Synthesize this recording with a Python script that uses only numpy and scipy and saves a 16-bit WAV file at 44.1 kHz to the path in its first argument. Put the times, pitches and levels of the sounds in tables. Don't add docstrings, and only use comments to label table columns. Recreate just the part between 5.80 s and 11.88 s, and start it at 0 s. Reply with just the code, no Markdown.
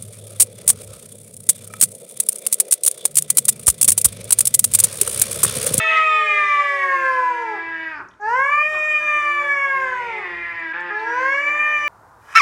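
import sys
import numpy as np
from scipy import signal
from scipy.fft import rfft, irfft
from scipy.io import wavfile
from scipy.ndimage import uniform_filter1d

SR = 44100
rng = np.random.default_rng(int(sys.argv[2]) if len(sys.argv) > 2 else 0)


def store_pcm(level_fs):
    pcm = np.round(np.clip(level_fs, -1, 1) * 32767).astype(np.int16)
    wavfile.write(sys.argv[1], SR, np.atleast_2d(pcm).T)


def gain_from_db(level_db):
    decades = np.asarray(level_db, float) / 20
    return 10 ** decades


N = 268128

SWAY_DB = 1.6

JAW_WIDTH_HZ, JAW_DB = 302, -2.5
# (centre [Hz], width [Hz], level [dB])
HIGH_TRACT = [
    (1633, 314, -1.5),
    (2396, 440, -1.5),
]
WIDEST_PITCH_HZ = 610


def high_low_partial(k, pitch, jaw_hz, lips_db):
    tract = gain_from_db(-19) * (k == 1)
    tract = tract + gain_from_db(JAW_DB) * hump(k * pitch, jaw_hz, JAW_WIDTH_HZ) ** 1.62
    relative_hz = k * pitch * (WIDEST_PITCH_HZ / pitch) ** 0.12
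    for hz, width_hz, db in HIGH_TRACT:
        tract += gain_from_db(db + lips_db) * hump(relative_hz, hz, width_hz) ** 1.017
    source_db = -0.5 * (k - 3.5)
    sway_db = SWAY_DB * drift(len(pitch), rate_hz=4.9) + 0.23 * drift(len(pitch), rate_hz=6.7)
    return tract * gain_from_db(source_db + sway_db)


# (frequency [Hz], clean line [dB], hiss around it [dB])
HIGH_UPPER = [(2900, -24.5, -44), (3260, -20, -30.5), (3683, -33, -58), (4130, -48, -65), (4900, -41, -48),
              (5570, -39.5, -58), (6500, -36.5, -49), (6400, -45.5, -44), (7560, -37.5, -54),
              (8800, -62, -46.5), (10200, -64.5, -54), (11800, -58, -58.5), (12500, -69, -58)]


def high_upper_partial(k, widened, edge_db, airy_db):
    upper_hz, line_db, hiss_db = np.transpose(HIGH_UPPER)
    line_db = np.interp(k * widened, upper_hz, line_db) + edge_db
    line = gain_from_db(line_db + 3.35 * drift(len(widened), rate_hz=2.8))
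    hiss = gain_from_db(np.interp(k * widened, upper_hz, hiss_db) + airy_db)
    return line + hiss * drift(len(widened), rate_hz=160)


# (time [s], pitch [Hz], effort [dB], first mouth resonance [Hz], lips open on the next two [dB])
HIGH_WAILS = [
    [(0.0, 647.3, -19.5, 1310, 1.5), (0.3, 625.9, -20.5, 1220, 1.5), (0.55, 602.9, -21, 1270, 1.5),
     (0.8, 578.2, -18, 1225, -8.5), (1.1, 545.4, -18.5, 1178, -6.5), (1.45, 501, -18.5, 1060, -14.5),
     (1.6, 472, -20.5, 1030, -19.5), (1.75, 421.4, -24.5, 930, -18.5), (1.805, 400, -34, 878, -18)],
    [(2.395, 406, -35, 886, -21), (2.44, 420.8, -23, 919, 0), (2.6, 534, -16.5, 1012, -6),
     (2.75, 589.6, -20, 1110, -0.5), (2.92, 614.9, -20, 980, 2), (3.4, 592.8, -18, 1054, -4.5),
     (3.93, 542.3, -23.5, 1022, 1.5), (4.25, 476.2, -23.5, 1036, -7), (4.47, 390.3, -26.5, 957, -16)],
    [(5.1, 411, -24.5, 1010, 3), (5.2, 433.3, -21.5, 1015, -13.5), (5.43, 522, -21, 980, 1),
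     (5.65, 580.4, -21, 960, -0.5), (5.85, 599.6, -23.5, 1057, 2), (6.08, 588.5, -19.5, 960, -1.5)],
]
# (clean edge [dB], hiss [dB], shift of the far resonances [octaves])
HIGH_EDGE = [
    (-2, 2.5, .04),
    (-2.5, -0.5, 0.009),
    (-0.5, -1.5, .06),
]
# (frequency [Hz], density [dB per Hz])
HIGH_BREATH = [(300, -42.5), (1200, 13), (2400, 10), (2800, -37), (4000, -42), (12500, -68.5)]
SAG, SAG_S = 0.2, 0.025


def high_cat():
    out = np.zeros(N)
    for rows, (edge_db, airy_db, shift) in zip(HIGH_WAILS, HIGH_EDGE):
        span, (pitch, effort_db, jaw_hz, lips_db) = columns(rows)
        if span[-1] < N - 200:
            pitch = pitch * (1 - SAG * np.exp((span - span[-1]) / SR / SAG_S))
        jitter = 0.0025 * drift(len(span), rate_hz=46.0)
        turn = 2 * np.pi * np.cumsum(pitch * (1 + jitter)) / SR
        effort = gain_from_db(effort_db)
        breath = gain_from_db(-35) * effort * coloured(HIGH_BREATH, N)[span]
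        voice = breath * (1 + 0.2 * np.cos(turn))
        bloom = gate(span, attack_s=0.087, release_s=0.03)
        widened = pitch * (WIDEST_PITCH_HZ / pitch) ** 0.75 * 2 ** shift
        for k in range(1, 27):
            if k < 5:
                level = effort * high_low_partial(k, pitch, jaw_hz, lips_db)
            else:
                upper = high_upper_partial(k, widened, edge_db, airy_db)
                level = effort * gain_from_db(0.33 * lips_db) * bloom * upper
            voice += np.sqrt(2) * level * np.cos(k * turn + rng.uniform(0, 2 * np.pi))
        out[span] = voice * gate(span, attack_s=0.0058, release_s=0.032)
    return out


# (start [s], length [s], half partials against whole ones [dB])
DOUBLING = [
    (0.096, 0.11, -1),
    (1.753, .4, -24),
    (2.206, .05, 14.5),
    (2.96, .08, -9),
    (3.287, 0.22, -9.5),
    (3.602, 0.788, 1),
    (4.398, .45, -9),
    (4.939, .18, 2),
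    (5.28, 0.46, -10),
    (5.666, 0.39, 0.5),
]
REGULAR_DB, SLIP_S = -22.5, 0.049


def doubling(span):
    share = gain_from_db(REGULAR_DB)
    for start_s, length_s, db in DOUBLING:
        inside_s = np.minimum(span / SR - start_s, start_s + length_s - span / SR)
        share = share + gain_from_db(db) * np.clip(inside_s / SLIP_S + 0.5, 0, 1)
    return 20 * np.log10(share)


# (centre [Hz], width [Hz], level against the mouth at the top of its range [dB])
LOW_UPPER = [
    (2400, 350, -12),
    (4800, 500, -38),
    (3000, 400, -12),
    (3550, 400, -12),
]
MOUTH_WIDTH_HZ, MOUTH_SKIRT_HZ, MOUTH_SKIRT_DB = 280, 706, -0.5
THROAT_HZ, THROAT_WIDTH_HZ = 960, 640
LOW_FIRST_DB, LOW_THROAT_DB = -46, -40.5


def low_tract(halves, pitch, chest_db, mouth_db, mouth_hz):
    hz = halves / 2 * pitch
    level = gain_from_db(LOW_FIRST_DB + chest_db) * (halves < 4) * hump(hz, pitch, width_hz=300.0)
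    level += gain_from_db(LOW_THROAT_DB + chest_db) * hump(hz, THROAT_HZ, THROAT_WIDTH_HZ) ** 1.91
    upper = [gain_from_db(db) * hump(hz, centre_hz, width_hz) ** 0.91 for centre_hz, width_hz, db in LOW_UPPER]
    mouth = hump(hz, mouth_hz, MOUTH_WIDTH_HZ) ** 7.2
    mouth += gain_from_db(MOUTH_SKIRT_DB) * hump(hz, mouth_hz, MOUTH_SKIRT_HZ) ** 2
    strain = np.minimum(gain_from_db(50 * np.log2(pitch / 445)), 1)
    return level + gain_from_db(mouth_db) * (mouth + sum(upper[:2]) + strain * sum(upper[2:]))


# (time [s], pitch [Hz], mouth level [dB], mouth
# resonance [Hz])
LOW_MOANS = [
    [(0.0, 443, -24.5, 1910), (0.2, 455.7, -29, 2014), (0.62, 405.8, -27.5, 1968),
     (0.93, 393.8, -30.5, 1946), (1.27, 343.8, -32.5, 1700), (1.6, 335.5, -32.5, 1770),
     (2.08, 321.4, -30.5, 1767), (2.18, 290, -39, 1531), (2.235, 218, -69.5, 1312)],
    [(2.9, 469, -65, 1210), (2.95, 378, -33.5, 1230), (3.0, 339.5, -50, 1230), (3.2, 373, -53.5, 1496)],
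    [(3.2, 329, -41, 1540), (3.34, 342, -38.5, 1870), (3.7, 356.9, -44.5, 1726), (4.1, 381.5, -42, 1727),
     (4.28, 381.3, -40.5, 2214), (4.5, 350.7, -31.5, 1897), (4.75, 335, -32.5, 1884),
     (4.93, 323.2, -31, 1667)],
    [(4.93, 335, -32.5, 1640), (5.03, 350.8, -38, 1770), (5.2, 338, -32, 1736), (5.4, 323.9, -33.5, 1695),
     (5.62, 319.2, -42, 1845), (5.87, 338.3, -40.5, 1826), (6.08, 333, -47, 1930)],
]
CHEST_DB = [-2.5, -4, -2, -2]
CHEST_FOLLOWS = 0.45
# (frequency [Hz], density [dB per Hz])
LOW_BREATH = [(500, -33), (1800, 6.5), (2550, -7), (2800, -5), (3600, -4), (4100, -20), (5000, -10),
              (7000, -21.5), (9000, -30), (12500, -28)]


def low_cat():
    out = np.zeros(N)
    for rows, share_db in zip(LOW_MOANS, CHEST_DB):
        span, (pitch, mouth_db, mouth_hz) = columns(rows)
        chest_db = share_db + CHEST_FOLLOWS * (mouth_db + 34)
        half_db = doubling(span)
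        uneven = np.minimum(gain_from_db(half_db), 1)
        jitter = (0.0029 + 0.0066 * uneven) * drift(len(span), rate_hz=60.0)
        wander = 0.004 * drift(len(span), rate_hz=5)
        turn = 2 * np.pi * np.cumsum(pitch * (1 + jitter + wander)) / SR
        breath = gain_from_db(mouth_db - 23.5) * coloured(LOW_BREATH, N)[span]
        voice = breath * (1 + 0.17 * np.cos(turn))
        for halves in range(1, 37):
            level = low_tract(halves, pitch, chest_db, mouth_db, mouth_hz)
            level *= gain_from_db(0.62 * SWAY_DB * drift(len(span), rate_hz=9.0))
            if halves % 2:
                level *= gain_from_db(half_db - 6.1 * (halves == 1))
            blur = (0.2 + 0.22 * uneven) * min(halves / 10, 1.5)
            rasp = 1 + blur * drift(len(span), rate_hz=70.0)
            voice += np.sqrt(2) * level * rasp * np.cos(halves / 2 * turn + rng.uniform(0, 2 * np.pi))
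        out[span] = voice * gate(span, attack_s=0.0067, release_s=0.0066)
    return out


# (time [s], peak
# level [dB], ring [Hz], decay [s])
TICKS = [(2.138, -51.5, 4900, 0.026), (2.286, -46.5, 5740, 0.0015), (2.296, -61, 5900, 0.0042),
         (2.307, -52, 3300, 0.0037), (2.335, -52, 3300, 0.0022), (2.405, -53, 6100, 0.011),
         (4.369, -60, 7600, 0.01), (4.748, -52, 4700, 0.0077), (4.795, -56, 7250, 0.0035),
         (4.994, -48.5, 4700, 0.0036), (5.002, -51, 7100, 0.0042), (5.188, -43, 3900, 0.0071)]


def ticks():
    out, t = np.zeros(N), np.arange(4000) / SR
    for s, db, hz, decay_s in TICKS:
        puff = rng.standard_normal(4000) * t * np.exp(-t / decay_s)
        hollow = signal.butter(2, [0.9 * hz, 1.11 * hz], "band", fs=SR, output="sos")
        ring = signal.sosfilt(hollow, puff)
        start = round(s * SR)
        out[start:start + 4000] += gain_from_db(db) * ring / np.abs(ring).max()
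    return out


# (frequency [Hz], reverberation time T60 [s])
ROOM_T60 = [(200, 0.64), (1000, 0.46), (2500, 0.37), (5000, 0.12), (10000, 0.84)]


def room(x):
    t, tail = np.arange(SR // 2) / SR, 0
    for low in 100 * 2. ** np.arange(7):
        octave = signal.butter(2, [low, 2 * low], "band", fs=SR, output="sos")
        band = signal.sosfilt(octave, rng.standard_normal(len(t)))
        decay = gain_from_db(-60 * t / at_log(ROOM_T60, low * np.sqrt(2)))
        tail = tail + band * decay * (t > 0.004)
    tail /= np.sqrt(np.sum(tail ** 2))
    return signal.fftconvolve(x, tail)[:N]


# (frequency [Hz], density [dB per Hz])
AIR = [(25, -38.5), (57, 6), (80, -7.5), (110, 4.5), (140, -10), (180, 1), (260, -10), (600, -7),
       (1500, -4.5), (3000, -26), (7000, -31), (12000, -39)]


def street_air():
    return gain_from_db(-55 + 2.2 * drift(N, rate_hz=2.5)) * coloured(AIR, N)


def rms_one(x):
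    return x / np.sqrt(np.mean(x ** 2) + 1e-20)


def at_log(points, x):
    hz, value = np.transpose(points)
    return np.interp(np.log(x), np.log(hz), value)


def columns(rows):
    s, *curves = np.transpose(rows)
    span = np.arange(max(0, round(s[0] * SR)), min(N, round(s[-1] * SR)))
    i = np.clip(np.searchsorted(s, span / SR) - 1, 0, len(s) - 2)
    step = np.diff(s)[i]
    u = (span / SR - s[i]) / step
    out = []
    for c in curves:
        slope = np.pad(np.diff(c) / np.diff(s), 1, mode="edge")
        a, b = slope[:-1], slope[1:]
        m = np.where(a * b > 0, 2 * a * b / (a + b + 1e-12), 0)
        rise = np.diff(c)[i]
        bend = (1 - u) * (m[i] * step - rise) - u * (m[i + 1] * step - rise)
        out.append(c[i] + u * rise + u * (1 - u) * bend)
    return span, out


def drift(size, rate_hz):
    r = np.exp(-2 * np.pi * rate_hz / SR)
    noise = rng.standard_normal(size + 8000)
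    return rms_one(signal.lfilter([1], [1, -2 * r, r * r], noise)[8000:])


def coloured(spectrum, size):
    hz = np.maximum(np.fft.rfftfreq(size, 1 / SR), 10)
    return rms_one(irfft(rfft(rng.standard_normal(size)) * gain_from_db(at_log(spectrum, hz)), size))


def gate(span, attack_s, release_s):
    rise = (span - span[0]) / SR / attack_s if span[0] > 0 else 1
    fall = (span[-1] - span) / SR / release_s if span[-1] < N - 200 else 1
    return np.clip(np.minimum(rise, fall), 0, 1)


def hump(hz, centre_hz, width_hz):
    return 1 / (1 + (2 * (hz - centre_hz) / width_hz) ** 2)


def scene():
    near = high_cat() + low_cat() + ticks()
    air = street_air()
    return (near + gain_from_db(-7) * room(near) + air)[None]


HOLE_DB, HOLE_DB_PER_KHZ = -37, -11
FRAME_HOLE_DB = -70


def hollowed(x):
    hz, _, cells = signal.stft(x, SR, nperseg=1024)
    power = uniform_filter1d(np.abs(cells) ** 2, size=4, axis=1)
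    distance_khz = np.abs(hz[:, None] - hz) / 1000
    spread = gain_from_db(HOLE_DB + HOLE_DB_PER_KHZ * distance_khz) ** 2
    threshold = spread @ power + gain_from_db(FRAME_HOLE_DB) ** 2 * power.sum(axis=0)
    heard = (uniform_filter1d(power, size=5, axis=0) > threshold) | (hz[:, None] < 1200)
    return signal.istft(cells * heard, SR, nperseg=1024)[1][:N]


def roll_off(x):
    return signal.sosfilt(signal.butter(12, 12425, fs=SR, output="sos"), x)


def record(dry):
    rounded = dry[0] / (1 + (np.abs(dry[0]) / 0.64) ** 4) ** 0.25
    return roll_off(hollowed(rounded)[None])


dry = scene()
out = record(dry)
store_pcm(out)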